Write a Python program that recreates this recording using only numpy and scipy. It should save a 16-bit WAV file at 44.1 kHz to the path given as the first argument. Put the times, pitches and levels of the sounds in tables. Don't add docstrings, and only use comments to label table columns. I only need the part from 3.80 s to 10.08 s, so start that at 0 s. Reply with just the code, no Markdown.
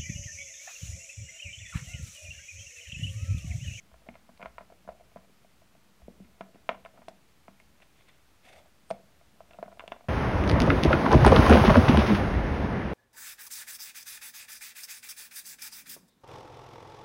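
import sys
import numpy as np
from scipy import signal
from scipy.fft import rfft, irfft, next_fast_len
from scipy.io import wavfile
from scipy.ndimage import map_coordinates

SR = 44100
rng = np.random.default_rng(int(sys.argv[2]) if len(sys.argv) > 2 else 0)


def store_wav(level_fs):
    pcm = np.round(np.clip(np.atleast_2d(level_fs), -1, 1) * 32767)
    wavfile.write(sys.argv[1], SR, pcm.T.astype(np.int16))


def convert_level_to_amplitude(level_db):
    exponent = np.asarray(level_db, float) / 20
    return 10 ** exponent


N = 277161

# (time [s], sheet ring [dB], overtones over ring [dB],
# pin click over ring [dB], free pin pitch [Hz])
BLOWS = [(0.288, -36, -10.5, 4, 1943), (0.354, -43, -1, -5, 2150), (0.616, -34, -13, -8.5, 2105),
         (0.627, -36, 3, 3, 2007), (0.658, -27.5, -7.5, -9, 2093), (0.782, -31.5, -2, -12, 2293),
         (2.609, -29, -6, -9.5, 2493), (2.891, -15, -6, -5.5, 2537), (2.913, -29, -6.8975, -23, 2250),
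         (3.05, -38, -6, -3, 2460), (3.059, -37.5, -2, -5.2921, 1820), (3.283, -29.5, -11, -12.5, 2722),
         (3.681, -40, -6, -8, 2146), (5.104, -26, -8, -9, 3509), (5.11, -17.5, -31, -13, 2150),
         (5.605, -35.5, -13.5, -17, 2918), (5.709, -43.5, -0.5, -2.5, 2680), (5.734, -49, -4.5, 4.5, 3198),
         (5.86, -52, 4, -1.5, 1803), (5.995, -44, 9.5, 11.5, 2631), (6.005, -47, 4.5, 7, 2204),
         (6.078, -34.5, -6, 2.5, 2940), (6.12, -25, -5, -5, 2683)]
# (time [s], sheet ring [dB], overtones over ring [dB])
BUMPS = [(0.115, -52.5, -7), (0.141, -44.5, -7), (0.266, -54, -3), (0.491, -43.5, -6),
         (0.596, -42, -7.5), (0.606, -37, -8), (0.649, -51.5, 9), (0.808, -34.5, -12),
         (0.813, -47, 0), (0.901, -41.5, -10), (0.923, -41, -13.5), (1.05, -51, -18.5),
         (1.076, -36, -7.5), (1.089, -25.5, -14), (1.105, -47, -8.5), (1.118, -47, -19),
         (1.177, -58, -13.5), (1.198, -44.5, -25.5), (1.208, -39, -29), (1.317, -52.5, -16),
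         (1.36, -31, -17), (1.37, -42.5, -3), (1.446, -51.5, -20), (1.647, -48, -23),
         (1.819, -46.5, -17.5), (1.951, -49.5, -15.5),
         (2.218, -52.5, -17.5), (2.282, -48.5, -27.5), (2.402, -61, -7), (2.758, -48.5, -6.5),
              (2.946, -50.5, 9.5), (3.161, -57.5, -11), (3.175, -43.5, -4.5), (3.189, -44.5, -18.5),
              (3.218, -41.5, -9.5), (3.226, -55, 1.5), (5.142, -44.5, -13.5), (5.412, -49, -12.5),
              (5.744, -42, -13), (5.77, -59, -4.5), (5.787, -30, -14), (5.827, -21.5, -13.5),
              (5.88, -32.5, -17.5), (5.917, -50.5, 2.1861), (5.926, -38, -14), (5.972, -45, -14),
              (6.023, -40, -16.5), (6.038, -33, -15), (6.059, -50, -3.5), (6.151, -66, -18),
              (6.163, -37.5, -9.5), (6.208, -42, -7), (6.242, -45, -15)]
# (time [s], click [dB], free pin
# pitch [Hz])
CLICKS = [(0.342, -52, 2173), (0.575, -53.5, 2150), (2.447, -56.5, 2120), (2.746, -53.5, 2600),
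          (3.8, -49.5, 2213), (4.002, -53, 2416), (4.024, -58.5, 2672), (4.208, -54.5, 2613),
          (4.284, -57.5, 2160), (5.676, -60.5, 2000), (6.116, -47.5, 2582)]


def contacts():
    gripped_hz = 2124.2
    bumps = []
    for s, ring_db, over_db in BUMPS:
        click_db = -61.5 + 0.219 * (ring_db + 44)
        bumps.append((s, ring_db, over_db, click_db - ring_db, gripped_hz))
    sheet_db = -5
    clicks = [(s, click_db + sheet_db, 0, -sheet_db, hz) for s, click_db, hz in CLICKS]
    return np.transpose(BLOWS + bumps + clicks)


# (frequency [Hz], level [dB], t60 [s])
SHEET = [(477.8, -3.5, 0.01317), (569, -34, 0.097), (653.58, 30, 0.014689), (767.13, 2.5, 0.2029),
         (778.34, -21.5, 0.18)]


def sheet_ring(s, ring_db):
    modes = struck(s, ring_db - 34.5, SHEET, 457.35, 997, spot_db=2.5)
    return modes + clamped(s, ring_db - 11.5)


def clamped(s, level_db):
    hz, t60, stopped_share = 666, .085, .97
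    free_s = 8 / hz
    settle_db = -60 * free_s / t60
    force = pushes(s, level_db) - stopped_share * pushes(s + free_s, level_db + settle_db)
    return band(ring(force, hz, t60), 440, 1050)


# (frequency [Hz], level [dB], t60 [s])
OVERTONES = [(998.8, 6, 0.019322), (984, 1, 0.00818), (1320.3, -4.5, 0.04052), (1398.8, -8, 0.047)]


def sheet_overtones(s, over_db):
    return -struck(s, over_db - 9.5, OVERTONES, 865.6, 1556.8, spot_db=0.0, alternate=False)


# (frequency [Hz], level [dB], t60 [s])
PIN = [(1860, -4, .016), (2150, 1, .022), (2380, 0, .018), (2700, -1, .014), (2900, -3, .012),
       (3350, -5, .012), (3640, -8, .014)]


def pin_click(s, click_db, free_hz):
    mode_hz = np.transpose(PIN)[0]
    mode_db = (click_db - 4.0)[:, None] + grip_db(mode_hz, free_hz[:, None])
    modes = struck(s, mode_db, PIN, 1988, 5880, spot_db=3.0, alternate=False)
    dull = crack(s, click_db + grip_db(2100, free_hz) - 19.5, 2400, 2470, 0.056)
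    sharp = crack(s, click_db + grip_db(3000, free_hz) + 12.0, 3355.8, 3700, 0.008096)
    return band(dull + sharp - modes, 1400, 3087.3)


def grip_db(hz, free_hz):
    return -18 * (np.log2(hz / free_hz) / .5) ** 2


def flour_snap(s, over_db):
    return crack(s, over_db + 3.0, 596.45, 1641.3, 0.053764)


# (time [s], peak [dB], brightness over peak [dB])
TICKS = [(0.5751, -46, -14), (0.627, -50, -17.5), (0.6568, -68, -16), (2.607, -41.5, -19.5),
         (2.89, -64.5, -21), (3.0495, -59, -4), (3.2837, -32, -28.5), (3.291, -43.5, -19),
         (3.7994, -49.5, -16.5), (4.2855, -44, -11.5), (5.103, -31.5, -19.5), (5.1084, -28, -28),
         (5.7074, -68.5, -12), (5.733, -56.5, -17), (5.9936, -43, -11), (6.0044, -55.5, -6),
         (6.0769, -38.5, -15.5), (6.1176, -44.5, -23.5)]
# (frequency [Hz], level [dB], t60 [s])
TICK = [(4162.7, -3, 0.005038), (5011, -7.5, 0.0043), (7273, -7, 0.002)]
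# (frequency [Hz], level [dB], t60 [s])
BRIGHT_TICK = [(9226.6, -17, 0.00917), (10437, -27.5, 0.0036), (13030, -33.5, .003)]


def ticks():
    s, peak_db, bright_db = np.transpose(TICKS)
    s = s + 0.0011
    top_db = peak_db + bright_db
    edge = struck(s, peak_db - 9.5, TICK, 3461, 6100, spot_db=2)
    edge_snap = crack(s, peak_db - 16.0, 2733, 7527, 0.02657)
    top = struck(s, top_db + 4, BRIGHT_TICK, 7776, 15000, spot_db=8.5)
    top_snap = crack(s, top_db + 3, 10793, 10818, 0.00734)
    return edge + edge_snap + top + top_snap


# (time [s], peak [dB])
KNOCKS = [(0.287, -39.5), (0.649, -49), (0.9, -64), (0.921, -53), (1.36, -52), (1.496, -61.5), (2.282, -41),
          (2.401, -57.5), (2.608, -37), (2.746, -58), (2.757, -49.5), (2.891, -46), (3.282, -41.5),
          (3.682, -63.5), (5.827, -45), (5.995, -51), (6.038, -54.5), (6.078, -56), (6.119, -42)]
# (frequency [Hz], level [dB], t60 [s])
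MAT = [(279.4, -2, 0.01413), (454.68, -1.5155, 0.015343), (534.7, 5.0042, 0.007551)]


def knocks():
    s, peak_db = np.transpose(KNOCKS)
    return -struck(s, peak_db + 2.5, MAT, 255.26, 815.4, spot_db=3.0, alternate=False)


# (time [s], thud [dB])
THUDS = [(0.288, -34), (0.341, -66), (0.493, -48), (0.598, -50), (0.629, -37.5), (0.809, -47),
         (1.049, -49.5), (1.075, -42), (1.106, -47), (1.361, -40.5), (1.5, -51.5), (2.219, -53),
         (2.283, -36.5), (2.403, -36.5), (2.447, -38.5), (2.609, -39), (2.746, -40), (2.89, -32.5),
         (2.927, -38.5), (3.19, -45), (3.284, -42.5), (3.684, -41.5), (4.652, -45.5), (5.108, -31.5),
         (5.143, -42.5), (5.703, -49), (5.789, -40), (5.86, -46.5), (6.079, -45.5), (6.119, -46)]
# (frequency [Hz], level [dB], t60 [s])
TABLE = [(146.91, -12.5, 0.11895), (193.25, -1, 0.1529), (234.31, -5, 0.12286)]


def thuds():
    s, thud_db = np.transpose(THUDS)
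    return struck(s, thud_db - 9.5, TABLE, 140, 380, spot_db=4.0, alternate=False)


# (time [s], pin level [dB], sheet over pin [dB], spread [s])
SLIPS = [
    (4.658, -58, -4, 0.02702),
    (4.691, -57.5, 0.5, 0.05065),
    (4.732, -56, 6.5, 0.02168),
    (4.765, -62, -6, 0.02796),
    (4.788, -60.5, 8, 0.04524),
    (4.86, -72, 12.5, 0.03416),
]
# (time [s], pin level [dB], sheet over pin [dB], spread [s])
SCUFFS = [
    (4.026, -53, -2.5, 0.012485),
    (4.2, -65.5, -11.5, 0.0759),
    (4.291, -58, -9, 0.02066),
    (4.35, -70.5, -1, 0.0641),
]
# (frequency [Hz], level [dB], t60 [s])
FREE_PIN = [(2000, 8.5, 0.005147), (2150, 3.5, 0.01935), (2600, 6, 0.005237), (3300.7, -9.5, 0.0417),
            (3532.1, -2, 0.01448)]
# (frequency [Hz], level [dB], t60 [s])
RASP = [(4543.4, 0.5, 0.002478), (6007, 0.5, 0.00261), (7131, -3, 0.002357), (8578, -5, 0.00547),
        (10597, -4, 0.002138), (12513, -6.5, 0.0017)]


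def drags():
    s, pin_db, sheet_db, spread = np.transpose(SLIPS + SCUFFS)
    rasp_db = np.repeat([-9.5, -23.5], [len(SLIPS), len(SCUFFS)])
    sheet = band(rubbed(SHEET + OVERTONES, 1.835), 483.9, 2300)
    sheet = swells(s, pin_db + sheet_db, spread, spread) * sheet
    pin = swells(s, pin_db, spread, spread) * rubbed(FREE_PIN, 2.383)
    rasp = swells(s, pin_db + rasp_db, spread, spread) * rubbed(RASP, 2.403)
    return sheet + pin + rasp


def squeak():
    tone = unit(ring(rng.standard_normal(N), 8790, .016))
    return swells(5.105, -56, 0.02342, 0.01064) * tone


# (time [s], murmur [dB], spread [s])
STROKES = [
    (0.28, -62, 0.1548),
    (0.85, -86, 0.469),
    (1.13, -67, 0.1366),
    (1.45, -74, 0.2014),
    (2.3, -76, 0.2614),
    (2.69, -68, 0.3875),
    (3.17, -59.5, 0.0734),
    (5.33, -72.5, 0.181),
    (5.8, -61.5, 0.299),
]


def rolling():
    s, murmur_db, spread = np.transpose(STROKES)
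    return swells(s, murmur_db, spread, spread) * rubbed(SHEET, 4.5)


# (time [s], jolt [dB])
LEANS = [(0.119, -53), (0.295, -63), (0.51, -71.5), (0.654, -52.5), (1.081, -54), (1.248, -57),
         (2.221, -48.5), (2.419, -58.5), (2.598, -80.5), (2.74, -67.5), (3.041, -70), (4.909, -71.5),
         (5.107, -62.5), (6.1, -62.5)]
# (frequency [Hz], level [dB], t60 [s])
LEGS = [(57.572, -7.5, 1), (63.694, -10, 0.38)]
# (frequency [Hz], level [dB per Hz])
SWAY = [(20, -51.5), (40, -19), (58, -13.5), (75, -13.5), (110, -29), (160, -52)]


def table():
    s, jolt_db = np.transpose(LEANS)
    unrest_db = 2
    sway = convert_level_to_amplitude(-72.5 + unrest_db * wobble(8.3)) * coloured(SWAY)
    hum = convert_level_to_amplitude(-74 + unrest_db * wobble(6.7)) * rubbed(TABLE, 1.7)
    return sway + hum + struck(s, jolt_db + 3.5, LEGS, 28, 120, spot_db=0.5, alternate=False)


# (frequency [Hz], t60 [s])
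ROOM = [(200, 0.7698), (700, 0.24186), (2500, 0.2509), (8000, 0.19704)]


def room(x):
    out, piece = np.zeros(N + SR), SR // 4
    delay = int(.006 * SR)
    for start in range(0, N, piece):
        hz, t, z = signal.stft(rng.standard_normal(SR // 2), SR, nperseg=256)
        decay = convert_level_to_amplitude(-60 * t / along(ROOM, hz)[:, None])
        tail = signal.istft(z * decay, SR, nperseg=256)[1]
        wet = signal.fftconvolve(x[start:start + piece], tail / np.linalg.norm(tail))
        out[start + delay:][:len(wet)] += wet
    return out[:N]


# (frequency [Hz], level [dB per Hz])
HISS = [(15, -8.5), (25, -34), (49, -15), (137, -1), (241, -13.5), (283, -7), (380, -10), (526, -12),
        (1180, -14), (1280, -13), (1590, -15.5), (2140, -15.5), (15700, -29)]


def hiss():
    return convert_level_to_amplitude(-65.5) * coloured(HISS)


def pushes(s, level_db):
    return np.bincount(np.round(s * SR).astype(int), convert_level_to_amplitude(level_db), N)


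def ring(force, hz, t60):
    r = 1000 ** (-1 / (t60 * SR))
    w = 2 * np.pi * hz / SR
    return signal.lfilter([0, np.sin(w)], [1, -2 * r * np.cos(w), r * r], force)


def struck(s, level_db, modes, lo_hz, hi_hz, spot_db, alternate=True):
    level_db = level_db.reshape(len(s), -1) + spot_db * rng.standard_normal((len(s), len(modes)))
    total = np.zeros(N)
    for k, (hz, db, t60) in enumerate(modes):
        sign = (-1) ** (alternate * k)
        total += sign * ring(pushes(s, level_db[:, k] + db), hz, t60)
    return band(total, lo_hz, hi_hz)


def crack(s, level_db, lo_hz, hi_hz, t60):
    fade = signal.lfilter([1], [1, -1000 ** (-1 / (t60 * SR))], pushes(s, level_db))
    return band(fade * rng.standard_normal(N), lo_hz, hi_hz)


def rubbed(modes, grit_db):
    force = rng.standard_normal(N)
    force = force * convert_level_to_amplitude(grit_db * wobble(500) + .5 * grit_db * wobble(70))
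    total = np.zeros(N)
    for k, (hz, db, t60) in enumerate(modes):
        total += (-1) ** k * convert_level_to_amplitude(db) * ring(force, hz, t60)
    return unit(total)


def swells(s, level_db, rise_s, fall_s):
    s, level_db, rise_s, fall_s = (np.reshape(v, (-1, 1)) for v in (s, level_db, rise_s, fall_s))
    late = np.arange(0, N, 16) / SR - s
    steps = np.where(late < 0, -late / rise_s, late / fall_s)
    gain = convert_level_to_amplitude(level_db - 20 * steps).sum(axis=0)
    return np.repeat(gain, 16)[:N]


def band(x, lo_hz, hi_hz):
    return signal.sosfilt(signal.butter(2, [lo_hz, hi_hz], "bandpass", fs=SR, output="sos"), x)


def wobble(rate):
    knots = rng.standard_normal(int(N * rate / SR) + 4)
    return map_coordinates(knots, [np.arange(N) * rate / SR])


def coloured(spectrum):
    m = next_fast_len(N + 8192)
    gain = convert_level_to_amplitude(along(spectrum, np.fft.rfftfreq(m, 1 / SR)))
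    return unit(irfft(rfft(rng.standard_normal(m)) * gain, m)[:N])


def along(points, hz):
    f, v = np.transpose(points)
    return np.interp(np.log(hz + 1), np.log(f + 1), v)


def unit(x):
    return x / np.sqrt(np.mean(x ** 2) + 1e-20)


def scene():
    s, ring_db, over_db, click_db, free_hz = contacts()
    hits = sheet_ring(s, ring_db) + thuds() + sheet_overtones(s, ring_db + over_db)
    hits += pin_click(s, ring_db + click_db, free_hz) + flour_snap(s, ring_db + over_db)
    hits += ticks() + knocks()
    near = hits + drags() + squeak() + rolling()
    return (near + convert_level_to_amplitude(-14.5) * room(near) + table() + hiss())[None]


def top_cut(x):
    return signal.sosfilt(signal.butter(12, 15900, fs=SR, output="sos"), x)


def record(dry):
    passed = np.fft.rfftfreq(N, 1 / SR) < 15780
    limited = irfft(rfft(dry) * passed, N)
    return top_cut(limited - .0007)


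dry = scene()
out = record(dry)
store_wav(out)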